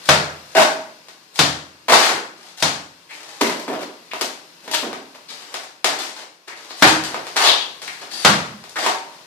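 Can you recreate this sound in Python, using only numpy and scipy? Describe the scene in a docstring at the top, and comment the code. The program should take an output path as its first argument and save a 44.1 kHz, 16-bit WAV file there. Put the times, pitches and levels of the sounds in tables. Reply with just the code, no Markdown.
"""Throwing mortar onto a wall

A plasterer flings wet mortar from a trowel onto a brick wall in a bare, echoing room.
Between throws he scrapes a new load off his hawk; halfway through he bends to dig more out of the tub.
Slaps, scrapes and knocks are random clicks sent through damped resonances and random reflections.
Faint site noise lies behind; a nearby stereo camera overloads on the hardest throws."""
import sys
import numpy as np
from scipy import signal
from scipy.fft import rfft, irfft, next_fast_len
from scipy.io import wavfile

SR = 44100
rng = np.random.default_rng(int(sys.argv[2]) if len(sys.argv) > 2 else 0)


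def bounce(signal):
    """Save signal as a 16-bit WAV file at the path given by the first command-line argument."""
    frames = np.transpose(np.atleast_2d(signal))
    limited = np.clip(frames, -1, 1)
    pcm = np.round(limited * 32767).astype(np.int16)
    wavfile.write(sys.argv[1], SR, pcm)


N = 408366  # length of the scene [samples]


# throws that hit the wall: (time [s], level [dB], bass [dB], treble [dB],
# wall boom against the slap [dB], thud of the lump [Hz], smack of the trapped air [Hz])
SLAPS = [(0.0887, -9, 3.5, -4, -13.5, 637, 1400), (1.3903, -12, 2.5, -0.5, -14, 294, 3260),
         (2.6240, -15.5, 3.5, 3.5, -20.5, 282, 820), (6.8225, -6.5, -4, -11, -19.5, 311, 1530),
         (8.2474, -8, 4.5, -3.5, -18.5, 208, 1260)]
# spectrum of the wet splat: (frequency [Hz], relative level [dB per Hz])
SPLAT_SPECTRUM = [(30, 1), (80, -15), (170, -6.5), (290, -12), (420, -7.5), (700, 0.5), (1500, -1),
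                  (2500, -4.5), (4200, -4), (7000, -11), (10000, -17.5), (15000, -32)]
# resonances of the wall: (frequency [Hz], width [Hz], relative level [dB])
WALL_MODES = [(83.2, 3.1, -1), (148.1, 3.7, -0.5), (194, 9.7, -18), (289, 6.5, -13)]
SPATTER_S = 0.014  # decay time of the spatter [s]
SMACK_DB = 1  # thud and smack against the splat, on top of the slap's own level [dB]


def slaps():
    """Each load lands on a new spot: the lump thuds, air smacks out from under it, and the wall booms."""
    out = np.zeros((2, N))
    wall = blow(ring(WALL_MODES, size=32768))
    for start, db, bass_db, treble_db, boom_db, thud_hz, smack_hz in SLAPS:
        tones = ring([(thud_hz, thud_hz / 7, -2), (smack_hz, smack_hz / 3, 0)])
        # the share of thud and smack grows with the throw
        lump = body(colour(SPLAT_SPECTRUM, bass_db, treble_db), tones, db + SMACK_DB)
        splat = signal.fftconvolve(impact(0.0041, SPATTER_S, spatter_db=-6), lump)
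        add(out, start, undb(db) * room(splat, direct_db=-6.5, lead_s=0))
        # the long waves of the boom reach both microphones alike
        add(out, start, undb(db + boom_db) * wall)
    return out


def impact(squash_s, spatter_s, spatter_db):
    """A contact or a wet lump landing: a dense crack while it flattens, then sparser droplets."""
    t = seconds(0.13)
    crack = grains(t, 16000, 1.4) * (np.exp(-t / squash_s) - np.exp(-4 * t / squash_s))
    spatter = grains(t, 3000, 4.07) * np.exp(-t / spatter_s)
    burst = blow(crack) + undb(spatter_db) * blow(spatter)
    return blow(even(even(burst)))


SLIDE_S = 0.055  # the slide fills this time before each slap [s]
SLIDE_FIRST_DB, SLIDE_LAST_DB = -39.5, -28  # level at its start and end [dB]
SLIDE_BASS_DB, SLIDE_TREBLE_DB, SLIDE_RING_DB = -9, 16, -10


def slides():
    """Strokes of the load leaving the trowel in the swing: a hiss that grows until the slap."""
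    return [(slap - SLIDE_S, SLIDE_S, SLIDE_FIRST_DB, SLIDE_LAST_DB,
             SLIDE_BASS_DB, SLIDE_TREBLE_DB, SLIDE_RING_DB) for slap, *_ in SLAPS]


# the trowel takes a new load off the hawk: (touch [s], bite [s], run-out length [s], level at the touch [dB],
# level at the bite [dB], bass [dB], treble [dB], steel ring [dB], knock of the bite [dB])
SCOOPS = [(.551, 0.597, .04, -13, -13, 19, -1, 0.5, -17),
          (1.883, 1.921, .18, -13, -11.5, 13, -3, -2, -12.5),
          (7.36, 7.474, 0.024, -17.5, -14, -6.5, 0.5, -28, -20),
          (8.758, 8.862, 0.039, -25.5, -21, 10, 3.5, -8, -19.5)]
# after the bite, all against the push [dB]
RUN_OUT_FIRST_DB, RUN_OUT_LAST_DB, RUN_OUT_BASS_DB, RUN_OUT_TREBLE_DB = -2, -8, -23, 5
SCRAPE_RING_DB = -17.5  # ring of the steel in run-outs and light strokes [dB]


def scoops():
    """Two strokes for each scoop: a push into the load, then a fading, thinner, brighter run-out."""
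    pushes, run_outs = [], []
    for touch, bite, length, first_db, db, bass_db, treble_db, ring_db, _ in SCOOPS:
        pushes.append((touch, bite - touch, first_db, db, bass_db, treble_db, ring_db))
        run_outs.append((bite, length, db + RUN_OUT_FIRST_DB, db + RUN_OUT_LAST_DB,
                         bass_db + RUN_OUT_BASS_DB, treble_db + RUN_OUT_TREBLE_DB, SCRAPE_RING_DB))
    return pushes + run_outs


# light strokes that gather and smooth the mortar on the hawk:
# (time [s], length [s], level at the start [dB], treble [dB])
SCRAPES = [(0.438, 0.13, -52, 15), (2.09, .11, -21, -14), (2.361, 0.16, -48, 7.5), (3.094, 0.39, -41, 8),
           (5.287, 0.37, -38.5, 8), (5.875, .1, -20.5, -2), (5.985, .14, -24, 9.5),
           (6.158, 0.087, -32.5, 4), (6.473, 0.071, -36, 1), (6.559, 0.23, -43, 6), (6.869, 0.051, -9, 10),
           (7.036, 0.047, -16, 13), (7.08, .14, -32, -8), (7.239, 0.13, -39, 4), (7.819, 0.21, -38.5, 10),
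           (8.012, 0.048, -31, -1), (8.109, 0.18, -30, 13), (9.079, 0.14, -54, 2)]
REST_DB, SCRAPE_BASS_DB = -45.5, 7.5  # level at the end of each stroke, and its bass [dB]


def scrapes():
    """Light strokes: however firmly they start, they end under the blade's own weight."""
    return [(start, length, first_db, REST_DB, SCRAPE_BASS_DB, treble_db, SCRAPE_RING_DB)
            for start, length, first_db, treble_db in SCRAPES]


# spectrum of gritty mortar under the blade: (frequency [Hz], relative level [dB per Hz])
GRIT_SPECTRUM = [(40, -92.5), (110, -22), (200, -14.5), (320, -3), (500, -0.5), (850, 3.5), (1300, 3.5),
                 (2500, -1), (4300, -2.5), (7000, -8.5), (10000, -14), (15000, -27)]
# resonances of the steel blade: (frequency [Hz], width [Hz], relative level [dB])
STEEL_MODES = [(540, 25, -43), (641, 4.9, -1.5), (788, 96, 9.5), (916, 20, 4.5), (924, 30, -29.5),
               (1110, 31, -3), (1494, 32, -0.5), (1860, 160, -1), (2066, 42, -7), (2720, 40, -45),
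               (3610, 50, -8)]


def hawk():
    """Slides, scoops and scrapes: sandy mortar crunches and the steel blade rings."""
    return strokes(slides() + scoops() + scrapes(), GRIT_SPECTRUM, STEEL_MODES,
                   rate=2200, spread_db=4.5, judder_db=5.5, judder_hz=125.6,
                   pop_db=-10, pop_low_hz=647, pop_high_hz=2420, direct_db=-5.5)


# the trowel digs and cuts in the tub:
# (time [s], length [s], level at the start [dB], bass [dB], treble [dB])
DIGS = [(3.408, 0.032, -14, 1, 3), (3.448, .19, -32, -2, 7), (3.676, 0.096, -25, -3.5, -14),
        (3.788, 0.05, -28.5, -7, -2.5), (4.152, 0.074, -40, 6, 18), (4.208, 0.026, -21.5, 0.5, 16),
        (4.621, .055, -43, -5, 8), (4.712, 0.036, -23, -14, 15), (4.734, 0.022, -14, -30, 5),
        (4.822, .1, -30, 1, -19), (5.141, 0.031, -40.5, -24, -3)]
DIG_FADE_DB, DIG_RING_DB = 5, -11.5  # loss of level over each dig; ring of the tub [dB]


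def digs():
    """Strokes in the tub, all losing the same force as the mix gives way."""
    return [(start, length, first_db, first_db - DIG_FADE_DB, bass_db, treble_db, DIG_RING_DB)
            for start, length, first_db, bass_db, treble_db in DIGS]


# spectrum of the mix in the tub: (frequency [Hz], relative level [dB per Hz])
MUD_SPECTRUM = [(40, -76), (110, -15), (250, 8.5), (450, 6.5), (900, 1), (1500, -2), (2600, -5),
                (4500, -7.5), (8000, -15), (15000, -24.5)]
# resonances of the tub: (frequency [Hz], width [Hz], relative level [dB])
TUB_MODES = [(237, 67, -18), (314, 39, 10), (420, 41, 11), (626, 37, 13.5), (700, 50, 5), (945, 85, 15.5)]


def tub():
    """Digs in the wet mix: fewer grains, lower air pops, and the ring of the tub."""
    return strokes(digs(), MUD_SPECTRUM, TUB_MODES,
                   rate=1500, spread_db=2, judder_db=9, judder_hz=111.8,
                   pop_db=-16, pop_low_hz=298, pop_high_hz=970, direct_db=-2)


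def strokes(table, spectrum, modes, rate, spread_db, judder_db, judder_hz,
            pop_db, pop_low_hz, pop_high_hz, direct_db, edge_s=0.0042):
    """Steel drags through mortar: grains crunch under a blade that sticks and slips, and the mix squelches."""
    out = np.zeros((2, N))
    rung = ring(modes)
    for start, length, first_db, last_db, bass_db, treble_db, ring_db in table:
        t = seconds(length)
        slips = rng.uniform(-1.5, 1, int(length * judder_hz) + 2)
        judder = undb(judder_db * np.interp(t * judder_hz, np.arange(len(slips)), slips))
        edges = np.clip(np.minimum(t, length - t) / edge_s, 0, 1)
        pressure = undb(np.linspace(first_db, last_db, len(t))) * edges
        force = pressure * unit(even(judder * grains(t, rate, spread_db)))
        sound = signal.fftconvolve(force, body(colour(spectrum, bass_db, treble_db), rung, ring_db))
        # a bright, dry scrape squelches less than a dull, deep one
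        squelch = pressure * pops(t, 90, pop_low_hz, pop_high_hz, cycles=4.2, glide=0.076)
        add(sound, 0, undb(pop_db - treble_db / 2) * squelch)
        # the tools keep moving, so every stroke meets other reflections
        add(out, start, room(sound, direct_db))
    return out


def pops(t, rate, low_hz, high_hz, cycles, glide):
    """Air pockets open in the wet mix: brief resonances that rise in pitch."""
    out = np.zeros(len(t) + SR // 20)
    age = seconds(1 / 20)
    for place, pitch, size in rng.random((int(t[-1] * rate) + 1, 3)):
        turns = low_hz * (high_hz / low_hz) ** pitch * age
        rising = turns * (1 + glide * np.tanh(turns / cycles))
        pop = np.exp(-turns / cycles) * np.cos(2 * np.pi * rising)
        add(out, place * t[-1], (0.25 + size) * pop)
    return unit(out[:len(t)])


# blade knocks and falling clots: (time [s], level [dB], treble [dB])
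KNOCKS = [(1.084, -44, 5), (3.232, -45, 5), (3.497, -27.5, -6), (4.135, -32, -10), (4.211, -26, 2),
          (4.678, -35, -6), (4.930, -33, -8), (5.541, -29.5, 4), (5.635, -44, 9), (5.844, -17, 4.5),
          (6.707, -39.5, -6), (7.144, -27, -15), (7.268, -35.5, 2), (7.818, -38, 9), (7.876, -40.5, 14),
          (8.639, -42.5, 0), (8.695, -44.5, 27)]
KNOCK_BASS_DB, KNOCK_RING_DB = 4.5, -8  # bass of every knock; steel ring of the lone ones [dB]
TOUCH_DB = -11.5  # knock of a scoop's touch, against the start of its push [dB]
SCOOP_KNOCK_TREBLE_DB, SCOOP_KNOCK_RING_DB = -6.5, 0.5


def contacts():
    """Lone knocks, and the touch and bite of each scoop: (time [s], level [dB], treble [dB], ring [dB])."""
    rows = [(start, db, treble_db, KNOCK_RING_DB) for start, db, treble_db in KNOCKS]
    for touch, bite, _, first_db, *_, bite_db in SCOOPS:
        rows.append((touch, first_db + TOUCH_DB, SCOOP_KNOCK_TREBLE_DB, SCOOP_KNOCK_RING_DB))
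        rows.append((bite, bite_db, SCOOP_KNOCK_TREBLE_DB, SCOOP_KNOCK_RING_DB))
    return rows


def knocks():
    """Short contacts, damped by the mortar that clings to the tools."""
    out = np.zeros(N)
    steel = ring(STEEL_MODES)
    for start, db, treble_db, ring_db in contacts():
        response = body(colour(GRIT_SPECTRUM, KNOCK_BASS_DB, treble_db), steel, ring_db)
        knock = signal.fftconvolve(impact(0.002, 0.0045, spatter_db=2.0), response)
        add(out, start, undb(db) * knock)
    return out


# the steel edge sings on one narrow resonance: (time [s], length [s], pitch [Hz], level [dB])
SQUEALS = [(.548, 0.0397, 633, -9.5), (.552, 0.062, 1490, -18), (.548, 0.03, 2820, -23.5),
           (3.416, .042, 2060, -26), (8.102, 0.11, 4600, -33), (8.114, .15, 9900, -45)]
# sand caught under the edge rasps in a broad band: (time [s], length [s], centre [Hz], level [dB])
RASPS = [(3.091, .038, 2120, -36), (4.111, 0.012, 2340, -26.5), (4.73, 0.019, 3270, -21),
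         (5.282, 0.033, 4080, -36), (6.476, 0.071, 1860, -38.5), (6.698, 0.026, 4150, -35),
         (7.438, 0.077, 3500, -13), (7.521, 0.13, 3200, -30.5), (7.876, 0.0062, 1900, -22),
         (8.757, 0.019, 1500, -21)]
SQUEAL_Q, RASP_Q = 35, 2.7  # pitch over width, approached by long friction
SETTLE_S = 0.017  # friction briefer than this stays much broader [s]
# the blade also groans at each bite, level against the bite's knock
GROAN_S, GROAN_HZ, GROAN_WIDTH_HZ, GROAN_DB = 0.034, 910, 170, 1


def frictions():
    """Squeals, rasps and groans: (time [s], length [s], pitch [Hz], width [Hz], level [dB])."""
    rows = []
    for table, q in [(SQUEALS, SQUEAL_Q), (RASPS, RASP_Q)]:
        for start, length, hz, db in table:
            rows.append((start, length, hz, hz / q * (1 + SETTLE_S / length), db))
    for _, bite, *_, bite_db in SCOOPS:
        rows.append((bite - GROAN_S / 4, GROAN_S, GROAN_HZ, GROAN_WIDTH_HZ, bite_db + GROAN_DB))
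    return rows


def squeals():
    """Friction feeds one resonance of the blade for a moment."""
    out = np.zeros(N)
    for start, length, hz, width, db in frictions():
        t = seconds(length)
        swell = np.sqrt(np.abs(np.sin(np.pi * t / length)))
        rubbing = even(swell * grains(t, 6000, 0.57))
        # a second, broad resonance trims what lies far from the pitch
        resonance = signal.fftconvolve(ring([(hz, width, 0)]), ring([(hz, hz / 2, 0)], size=512))
        squeal = signal.fftconvolve(rubbing, resonance / np.linalg.norm(resonance))
        add(out, start, undb(db) * squeal)
    return out


# the blade bumps the side of the tub: (time [s], level [dB])
BUMPS = [(3.415, -24.5), (3.496, -32), (3.690, -34), (4.135, -38), (4.678, -36.5), (4.832, -37)]


def bumps():
    """Cushioned by the mortar, a bump wakes the resonances of the tub."""
    out = np.zeros(N)
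    boom = blow(ring(TUB_MODES))
    for start, db in BUMPS:
        add(out, start, undb(db) * boom)
    return out


# spectrum of the site noise: (frequency [Hz], relative level [dB per Hz])
SITE_SPECTRUM = [(30, -27), (80, -17), (150, -7.5), (300, -7), (800, -6), (1500, -7), (3000, -9.5),
                 (5000, -9.5), (7000, -16), (15000, -22)]
# the background swells and ebbs: (time [s], level [dB])
SITE_LEVEL = [(0, -42.5), (1.2, -51.5), (3.0, -51.5), (4.1, -48.5), (5.2, -49.5), (5.8, -54), (6.4, -56.5),
              (7.0, -44), (9.2, -48.5)]


def site():
    """Faint noise of the building site: coloured random noise, with one second of lead-in."""
    level_db = np.interp(np.arange(N + SR) / SR - 1, *np.transpose(SITE_LEVEL))
    return signal.fftconvolve(undb(level_db) * rng.standard_normal(N + SR), colour(SITE_SPECTRUM))


# the room's reverberation: (frequency [Hz], time to fall by 60 dB [s])
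ROOM_DECAY = [(80, 0.69), (200, 0.63), (450, 0.57), (800, 0.5), (1600, 0.52), (3500, 0.45), (7000, 0.46),
              (14000, 0.35)]


def room(x, direct_db, lead_s=0.0001, build_s=0.00077, spacing=0.14, size=24576):
    """From one place to two microphones: direct sound, then dense reflections that decay by frequency."""
    t = np.arange(size) / SR
    hz = np.arange(size // 2 + 1) * SR / size
    # long waves reach both microphones alike (spacing in m, speed of sound 343 m/s)
    alike = np.sinc(2 * hz * spacing / 343)
    mid, side = np.exp(2j * np.pi * rng.random((2, len(hz))))
    field = mid * np.sqrt(1 + alike) + np.array([[1], [-1]]) * side * np.sqrt(1 - alike)
    centres, t60s = np.transpose(ROOM_DECAY)
    response = 0
    for band, t60 in zip(np.eye(len(ROOM_DECAY)), t60s):
        reflections = irfft(field * lookup(np.c_[centres, band], hz))
        response = response + reflections * np.exp(-np.log(1000) * t / t60)
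    response *= 1 - np.exp(-t / build_s)
    response /= np.sqrt(np.sum(response ** 2) / 2)
    # the direct sound reaches the second microphone lead_s later
    response[0, 0] += undb(direct_db)
    response[1, int(abs(lead_s) * SR)] += undb(direct_db)
    return signal.fftconvolve(x[None], response, axes=1)


def body(noise_response, ring_response, ring_db):
    """What a contact excites: a broad crunch plus the ring of the object, at unit energy."""
    response = undb(ring_db) * ring_response
    response[:len(noise_response)] += noise_response
    return response / np.linalg.norm(response)


def ring(modes, size=16384):
    """Response of unit energy of a few damped resonances; a wider one dies faster."""
    t = np.arange(size) / SR
    response = np.zeros(size)
    for hz, width, db in modes:
        decay = np.sqrt(width) * np.exp(-np.pi * width * t)
        response += undb(db) * decay * np.cos(2 * np.pi * hz * t)
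    return response / np.linalg.norm(response)


def colour(points, bass_db=0, treble_db=0, bass_hz=420, treble_hz=2200, size=2048):
    """Causal response of unit energy: a spectrum with a bass and a treble shelf."""
    hz = np.arange(size // 2 + 1) * SR / size
    bass = bass_db / (1 + (hz / bass_hz) ** 4)
    treble = treble_db * hz ** 2 / (hz ** 2 + treble_hz ** 2)
    # folding the cepstrum gives minimum phase: the energy comes as early as possible
    cepstrum = irfft(np.log(undb(lookup(points, hz) + bass + treble)))
    cepstrum[1:size // 2] *= 2
    cepstrum[size // 2 + 1:] = 0
    response = irfft(np.exp(rfft(cepstrum)))
    return response / np.linalg.norm(response)


def grains(t, rate, spread_db):
    """Sand grains and bursting films of water: random clicks of very unequal size."""
    size = undb(spread_db * np.minimum(rng.exponential(size=len(t)), 4))
    hit = rng.random(len(t)) < rate / SR
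    hit[0] = True
    return unit(hit * size * rng.choice([-1, 1], len(t)))


def even(x):
    """Spread a burst's energy evenly over all pitches, so that it has no tone of its own."""
    size = next_fast_len(2 * len(x), real=True)
    spectrum = rfft(x, size)
    flat = irfft(spectrum / (np.abs(spectrum) + 1e-12), size)[:len(x)]
    return flat * np.linalg.norm(x) / np.linalg.norm(flat)


def undb(db):
    """Decibels to gain."""
    return 10 ** (np.asarray(db) / 20)


def unit(x):
    """Scale to rms 1."""
    return x / np.sqrt(np.mean(x ** 2))


def blow(x):
    """Scale a short sound to the energy of 1 / 20 s at rms 1."""
    return x / np.sqrt(np.sum(x ** 2) * 20 / SR)


def seconds(length):
    """Time axis [s]."""
    return np.arange(max(int(length * SR), 2)) / SR


def lookup(points, hz):
    """Read (frequency [Hz], value) points on a log-frequency axis."""
    f, value = np.transpose(points)
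    return np.interp(np.log(hz + 1), np.log(f), value)


def add(track, start, x):
    """Mix x into the track from a start time [s] on."""
    i = max(int(start * SR), 0)
    track[..., i:i + x.shape[-1]] += x[..., :max(N - i, 0)]


def scene():
    """Wall, hawk, tub and blade sound from different places in the same room, over the site noise."""
    blade = room(knocks() + squeals() + bumps(), direct_db=-4.5)[:, :N]
    # drop the lead-in, so that the reverberation has already built up
    background = room(site(), direct_db=-21)[:, SR:SR + N]
    return slaps() + hawk() + tub() + blade + background


# the microphones face different ways: (frequency [Hz], left minus right [dB])
BALANCE = [(100, -3.5), (300, -1), (700, -2.5), (1300, -0.5), (2000, 4), (2700, 5.5), (4500, 11.5),
           (8000, 6), (13000, -0.5)]
LOW_CUT_HZ, TOP_HZ = 98, 14750


def record(dry):
    """The two microphones colour the sound and shed the deep bass; the loudest peaks clip, and the top is cut."""
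    size = next_fast_len(N, real=True)
    tilt_db = lookup(BALANCE, np.arange(size // 2 + 1) * SR / size)
    # half of the difference goes to each side
    gain = undb(np.array([[0.5], [-0.5]]) * tilt_db)
    heard = irfft(rfft(dry, size) * gain, size)[:, :N]
    low_cut = signal.butter(4, LOW_CUT_HZ, "high", fs=SR, output="sos")
    clipped = np.clip(signal.sosfilt(low_cut, heard), -1, 1)
    top_cut = signal.ellip(10, 0.2, 80, TOP_HZ, fs=SR, output="sos")
    return signal.sosfilt(top_cut, clipped)


dry = scene()
out = record(dry)
bounce(out)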